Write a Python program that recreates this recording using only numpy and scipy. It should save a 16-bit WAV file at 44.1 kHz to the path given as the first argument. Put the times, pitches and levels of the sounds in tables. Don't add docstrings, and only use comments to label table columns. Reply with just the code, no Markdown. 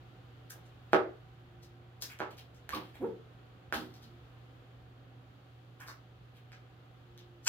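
import sys
import numpy as np
from scipy import signal
from scipy.fft import rfft, irfft, next_fast_len
from scipy.io import wavfile
from scipy.ndimage import uniform_filter1d

SR = 44100
rng = np.random.default_rng(int(sys.argv[2]) if len(sys.argv) > 2 else 0)


def attenuation_scalar(level_db):
    decades = np.asarray(level_db, float) / 20
    return 10 ** decades


def master(y):
    cut = np.clip(np.atleast_2d(y).T, -1, 1)
    pcm = np.round(cut * 32767)
    wavfile.write(sys.argv[1], SR, pcm.astype(np.int16))


N = 330109
T = np.arange(N) / SR
FFT_LEN = next_fast_len(N + N % 2, True)
FFT_HZ = np.maximum(np.fft.rfftfreq(FFT_LEN, 1 / SR), 1)


def on_log(table, hz, col=1):
    table = np.array(table, float)
    return np.interp(np.log(hz), np.log(table[:, 0]), table[:, col])


def ring(x, hz, width_hz):
    return signal.lfilter(*signal.iirpeak(hz, hz / width_hz, fs=SR), x)


def walk(rate_hz):
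    hold = int(SR / rate_hz)
    steps = np.repeat(rng.standard_normal(N // hold + 1), hold)
    drift = uniform_filter1d(uniform_filter1d(steps, hold), hold)[:N]
    return drift / drift.std()


def bumps(rows):
    return sum(db * np.exp(-((T - s) / half_s) ** 4) for s, db, half_s in rows)


def pull(t, swell_s, fade_s):
    return np.where(t < swell_s, np.abs(t / swell_s) ** 1.3, np.exp(-(t - swell_s) / fade_s))


def diffuse(count):
    hz = np.fft.rfftfreq(count, 1 / SR)
    alike = .97 * np.exp(-(hz / 607) ** 2)
    mid, side = rfft(rng.standard_normal((2, count))) * np.sqrt([(1 + alike) / 2, (1 - alike) / 2])
    return np.array([mid + side, mid - side])


# frequency in Hz, density in dB per Hz.
AIR_SPECTRUM = [(25, -28), (50, 0.5), (70, 3), (160, 2), (300, -5.5), (800, -11.5), (950, -14), (1300, -12),
                (2200, -19), (3200, -18.5), (4500, -27.5), (5300, -34.5), (8000, -42.5), (16000, -38.5)]
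# frequency in Hz, width in Hz, rise in dB.
DUCT_RINGS = [(210, 48, -8), (278, 31, 4), (499, 29, 4), (755.6, 32, 10.5), (7000, 1800, 5)]


def air():
    level_db = -59
    rings_db = sum(db / (1 + (2 * (FFT_HZ - hz) / width_hz) ** 2) for hz, width_hz, db in DUCT_RINGS)
    noise = diffuse(FFT_LEN) * attenuation_scalar(on_log(AIR_SPECTRUM, FFT_HZ) + rings_db)
    swell, out = walk(1.0), 0
    for lo_hz, hi_hz in [(0, 250), (250, 700), (700, 2500), (2500, SR)]:
        band = irfft(noise * ((FFT_HZ >= lo_hz) & (FFT_HZ < hi_hz)), FFT_LEN)[:, :N]
        out = out + band * attenuation_scalar(.5 * swell + 0.5 * walk(3.94))
    return out * attenuation_scalar(level_db) / out.std()


# centre in seconds, depth in dB, half length in seconds.
HUM_DIPS = [
    (2.73, -14, .03),
    (3.81, -6, .05),
    (5.77, -2, 0.025),
]


def hum():
    level_db, waver_db, mains_hz = -57, .5, 119.95
    return attenuation_scalar(level_db + waver_db * walk(3.01) + bumps(HUM_DIPS)) * np.sin(2 * np.pi * mains_hz * T)


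# centre in seconds, rise in dB, half length in seconds.
DUCT_SWELLS = [
    (0, 8, 0.35),
    (1.65, 13, .33),
    (4.16, 15, .08),
    (7.25, 15, 0.21),
]


def duct():
    level_db, tone_hz, wander_hz = -78.5, 353, 2.44
    phase = 2 * np.pi * np.cumsum(tone_hz + wander_hz * walk(6)) / SR
    return attenuation_scalar(level_db + bumps(DUCT_SWELLS)) * np.sin(phase)


# frequency in Hz, level in dB.
WHINE = [(14196, -99)]


def whine():
    hz, db = WHINE[0]
    port_phase = np.array([[0], [1.3]])
    return attenuation_scalar(db + 3.0 + .7 * walk(22)) * np.sin(2 * np.pi * hz * T + port_phase)


# centre in seconds, peak in dB, frequency in Hz, swell in seconds.
THUDS = [
    (2.74, -49, 75, 0.017),
    (3.76, -48, 81.5, 0.025),
    (4.22, -60, 70, .05),
    (2.76, -50.5, 200, 0.029),
    (2.84, -55, 177, .04),
    (3.1, -52.5, 191, 0.061),
    (3.8, -53, 241, 0.072),
    (4.08, -61.5, 230, 0.043),
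    (5.22, -65, 268, .08),
]


def thuds():
    out = np.zeros(N)
    for s, db, hz, swell_s in THUDS:
        out += attenuation_scalar(db) * np.exp(-((T - s) / swell_s) ** 2) * np.sin(2 * np.pi * hz * (T - s))
    return out


# delay in ms, left level in dB, right level in dB, right lag in ms.
ECHOES = [(0, 0, 0, .09), (1.2, -14, -5, .1), (5.9, -6, -4, .3), (8.6, -11, -11, -.3), (13.2, -8, -1, .1),
          (15.5, -9, -9, -.4), (19.5, -7, -7, .2), (26.5, -10, -9, -.2), (32, -12, -9, .3)]
# frequency in Hz, level in dB, 60 dB decay time in seconds.
ROOM_TAIL = [(100, -34, .4), (220, -31, .38), (400, -23, .38), (800, -25, .3), (1600, -26, .3),
             (3200, -27, .27), (6400, -32, .24), (12800, -29.5, .22)]


def room(count=30000):
    echo_top_hz = 9300
    t, hz = T[:count], np.maximum(np.fft.rfftfreq(count, 1 / SR), 1)
    noise, out = diffuse(count), np.zeros((2, count))
    centres_hz = np.array(ROOM_TAIL)[:, 0]
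    for k, (_, db, t60_s) in enumerate(ROOM_TAIL):
        share = on_log(np.c_[centres_hz, np.arange(len(ROOM_TAIL)) == k], hz)
        out += irfft(noise * share, count) * attenuation_scalar(db - 60 * t / t60_s)
    out *= np.clip((t - .004) / .018, 0, 1)
    for ms, left_db, right_db, lag_ms in ECHOES:
        soft = 1 / (1 + 1j * (ms > 0) * hz / echo_top_hz)
        delay = np.exp(-2j * np.pi * hz * np.array([[ms], [ms + lag_ms]]) / 1000)
        out += irfft(attenuation_scalar(np.array([[left_db], [right_db]])) * soft * delay, count)
    return out[:, :count - count // 10]


# start in seconds, swell in seconds, fade in seconds, level in dB, slip rate in Hz.
SQUEALS = [
    (7.448, 0.039, .02, -31, 1410),
    (5.865, .025, .015, -62, 1440),
]


def squeals(count=7):
    db_per_oct, rough = -5, .045
    out = np.zeros(N)
    for s, swell_s, fade_s, db, hz in SQUEALS:
        phase = 2 * np.pi * np.cumsum(hz * (1 + rough * walk(200))) / SR
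        wave = np.zeros(N)
        for k in range(1, count + 1):
            wave += attenuation_scalar(db_per_oct * np.log2(k) + 1.6 * walk(150)) * np.sin(k * phase)
        out += attenuation_scalar(db) * (T > s) * pull(np.maximum(T - s, 0), swell_s, fade_s) ** 2 * wave
    return out


# time in seconds, slip rate in Hz, level in dB.
BUZZES = [
    [(2.724, 1116, -60), (2.735, 1144, -30), (2.742, 1145, -31.5), (2.75, 1120, -67)],
    [(2.99, 270, -60), (3.008, 280, -35), (3.024, 320, -31), (3.042, 410, -25), (3.054, 420, -30),
     (3.066, 429, -45), (3.078, 454, -36), (3.09, 460, -69)],
]


def buzzes(rough=.09):
    out = np.zeros(N)
    for rows in BUZZES:
        s, hz, db = np.transpose(rows)
        phase = 2 * np.pi * np.cumsum(np.interp(T, s, hz) * (1 + rough * walk(160))) / SR
        wave = np.sin(phase) + attenuation_scalar(-17) * np.sin(2 * phase) + attenuation_scalar(-25) * np.sin(3 * phase)
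        out += attenuation_scalar(np.interp(T, s, db, -140, -140) + 1.5 * walk(120)) * wave
    return out


def glue_threads():
    strength = attenuation_scalar(4 * np.minimum(rng.exponential(size=N), 2.7))
    threads = rng.standard_normal(N) * strength * (rng.random(N) < .12)
    threads *= attenuation_scalar(2 * walk(250))
    return threads / threads.std()


def add_tear(out, threads, s, swell_s, fade_s, hz, click_db, ring_db):
    part = slice(int(s * SR), min(int((s + .4) * SR), N))
    tear = threads[part] * pull(T[part] - s, swell_s, fade_s)
    clicks = signal.lfilter(*signal.butter(1, 1200, "high", fs=SR), tear)
    shaken = ring(ring(tear, hz, 0.94 * hz), hz, 0.94 * hz)
    out[part] += attenuation_scalar(click_db) * clicks + 3 * attenuation_scalar(ring_db) * shaken


# start in seconds, swell in seconds, fade in seconds, level in dB, ring in Hz.
DRUMS = [(2.206, .007, .022, -37, 950), (2.70, .03, 0.04, -47, 1700), (2.722, .017, 0.013, -30, 290),
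         (2.734, .023, .015, -39, 800), (3.03, .024, 0.015, -56, 1200), (.933, .004, .02, -21, 400),
         (3.727, .012, .025, -35, 800), (5.865, .027, .018, -52, 1350), (2.02, .012, 0.047, -60, 1710),
         (2.74, .025, 0.023, -35, 210), (3.0, .025, .035, -27, 250), (3.73, .02, .06, -31, 210),
         (6.521, .009, .018, -58, 1900), (6.522, 0.0072, 0.016, -71, 3500),
         (7.178, 0.0086, 0.018, -66, 3450), (7.455, .035, .02, -32, 1500), (7.458, .032, .02, -31, 2500),
         (7.458, 0.031, .02, -37, 5500), (.5, .008, .015, -58, 1600)]


def drums(threads):
    out = np.zeros(N)
    for s, swell_s, fade_s, db, hz in DRUMS:
        add_tear(out, threads, s, swell_s, fade_s, hz, click_db=db - 45, ring_db=db)
    return out


# start in seconds, swell in seconds, fade in seconds, click in dB, strip ring in Hz.
PEELS = [(.496, 0.0077, .014, -50, 11000), (.645, .016, .015, -76, 7000), (.916, .018, .0027, -57, 2270),
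         (1.615, 0.016, .019, -67.5, 5050), (2.005, .021, 0.024, -50, 5530), (2.08, 0.021, .03, -63, 2000),
         (2.301, .0091, 0.02, -65.5, 2800), (2.368, 0.014, 0.019, -63.5, 3220),
         (2.54, 0.0063, .024, -73, 6000), (2.70, .051, .011, -51.5, 2830), (2.78, .03, 0.086, -71, 2700),
         (2.934, 0.021, .017, -68, 1990), (3.0, 0.066, .027, -80, 4500), (3.726, .012, .03, -47.5, 3300),
         (3.79, 0.04, 0.085, -77, 2960), (3.93, 0.012, .035, -73, 4400), (4.01, 0.017, .037, -70.5, 3920),
         (5.792, 0.016, 0.037, -62, 1520), (5.862, 0.024, .018, -58, 4500),
         (6.335, .035, 0.013, -72.5, 2600), (6.521, 0.008, .018, -75, 4500), (7.178, .006, .022, -75, 2500),
         (7.425, 0.031, .02, -60.5, 5860), (7.455, 0.03, .012, -36, 6000)]


def peels(threads):
    ring_over_click_db, db_per_oct, pivot_hz = 3, -9, 2600
    out = np.zeros(N)
    for s, swell_s, fade_s, click_db, hz in PEELS:
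        ring_db = click_db + ring_over_click_db + db_per_oct * np.log2(hz / pivot_hz)
        add_tear(out, threads, s, swell_s, fade_s, hz, click_db, ring_db)
    return out


# frequency in Hz, decay in ms, level in dB.
ROLL_MODES = [(420, 2.94, -3), (620, 2.1, -0.5), (790, 2.3, -4.5)]


def add_release(out, s, db, hz, crack_db, body_db, cycles):
    t, rise_ms, crack_s = T[:600], .1, .0004
    decay = np.exp(-t * hz / cycles)
    kick = -1.4 * np.sin(2 * np.pi * hz * t) * decay * (1 - np.exp(-t * 1000 / rise_ms))
    grit = np.sign(rng.standard_normal(len(t)))
    crack = attenuation_scalar(crack_db) * grit * t / crack_s * np.exp(-t / crack_s)
    body = np.zeros(len(t))
    for mode_hz, decay_ms, mode_db in ROLL_MODES:
        body -= attenuation_scalar(body_db + mode_db) * np.sin(2 * np.pi * mode_hz * t) * np.exp(-t * 1000 / decay_ms)
    start = int(s * SR)
    out[start:start + len(t)] += attenuation_scalar(db) * (kick + crack + body)


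# start in seconds, peak in dB, strip ring in Hz, crack in dB.
TICKS = [(0.5062, -45, 1500, 6), (2.0222, -38, 5500, 13), (2.122, -44, 2180, -3), (2.189, -44.5, 2500, 1),
         (2.2, -52, 4500, 6), (2.308, -51, 6600, -7), (2.371, -50, 6300, -3), (2.6918, -27.5, 1750, -4.5),
         (5.8045, -42, 5800, -13), (6.519, -43, 1980, -10), (7.1772, -43, 3440, -4)]


def ticks():
    out = np.zeros(N + 600)
    for s, db, hz, crack_db in TICKS:
        add_release(out, s, db, hz, crack_db, body_db=-37, cycles=0.93)
    return out[:N]


# start in seconds, peak in dB, strip ring in Hz, crack in dB, roll body in dB.
SNAPS = [
    (.9325, -10.5, 1224, -28, -3.5),
    (2.1955, -37, 1300, -26, -14),
    (2.2038, -24, 1290, -30, -6),
    (3.7252, -18.5, 1480, -15.5, -15.5),
    (5.885, -36.5, 1250, -9, -36),
    (2.7695, -34, 1000, -20, -12),
    (.558, -56, 400, -30, 1),
    (2.955, -57, 740, -12, 2),
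]


def snaps():
    out = np.zeros(N + 600)
    for s, db, hz, crack_db, body_db in SNAPS:
        add_release(out, s, db, hz, crack_db, body_db, cycles=0.98)
    return out[:N]


def tape_colour(tape):
    tape = signal.sosfilt(signal.butter(3, 240, "high", fs=SR, output="sos"), tape)
    upper_mids = 0.92 * ring(tape, 5440, 3940)
    dip = 0.32 * ring(tape, 10500, 2500)
    sparkle = attenuation_scalar(-2) * ring(tape, 14800, 3900)
    return tape + upper_mids - dip + sparkle


def scene():
    background = air() + np.sqrt(2) * (hum() + duct() + whine())
    buzz, buzz_room = buzzes(), attenuation_scalar(-8)
    threads = glue_threads()
    tape = squeals() + buzz_room * buzz + drums(threads) + peels(threads) + ticks() + snaps()
    in_room = signal.fftconvolve(tape_colour(tape)[None], room(), axes=1)[:, :N]
    return in_room + (1 - buzz_room) * buzz + thuds() + background


# frequency in Hz, left minus right in dB.
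PORTS = [(60, 3.5), (110, -1.5), (200, -4.5), (380, -1.0), (700, 0.5), (1290, -6.5), (2380, 1.5), (4400, 8),
         (8120, 1.5), (15000, -1.5)]


def roll_off(x):
    return signal.sosfilt(signal.butter(12, 16810, fs=SR, output="sos"), x)


def record(dry):
    tilt_db = on_log(PORTS, FFT_HZ) / 2
    top = 1 / (1 + (FFT_HZ / 15900) ** 60)
    ports = attenuation_scalar(np.array([tilt_db, -tilt_db]))
    mix = irfft(rfft(dry, FFT_LEN) * top * ports, FFT_LEN)[:, :N]
    return roll_off(mix)


dry = scene()
out = record(dry)
master(out)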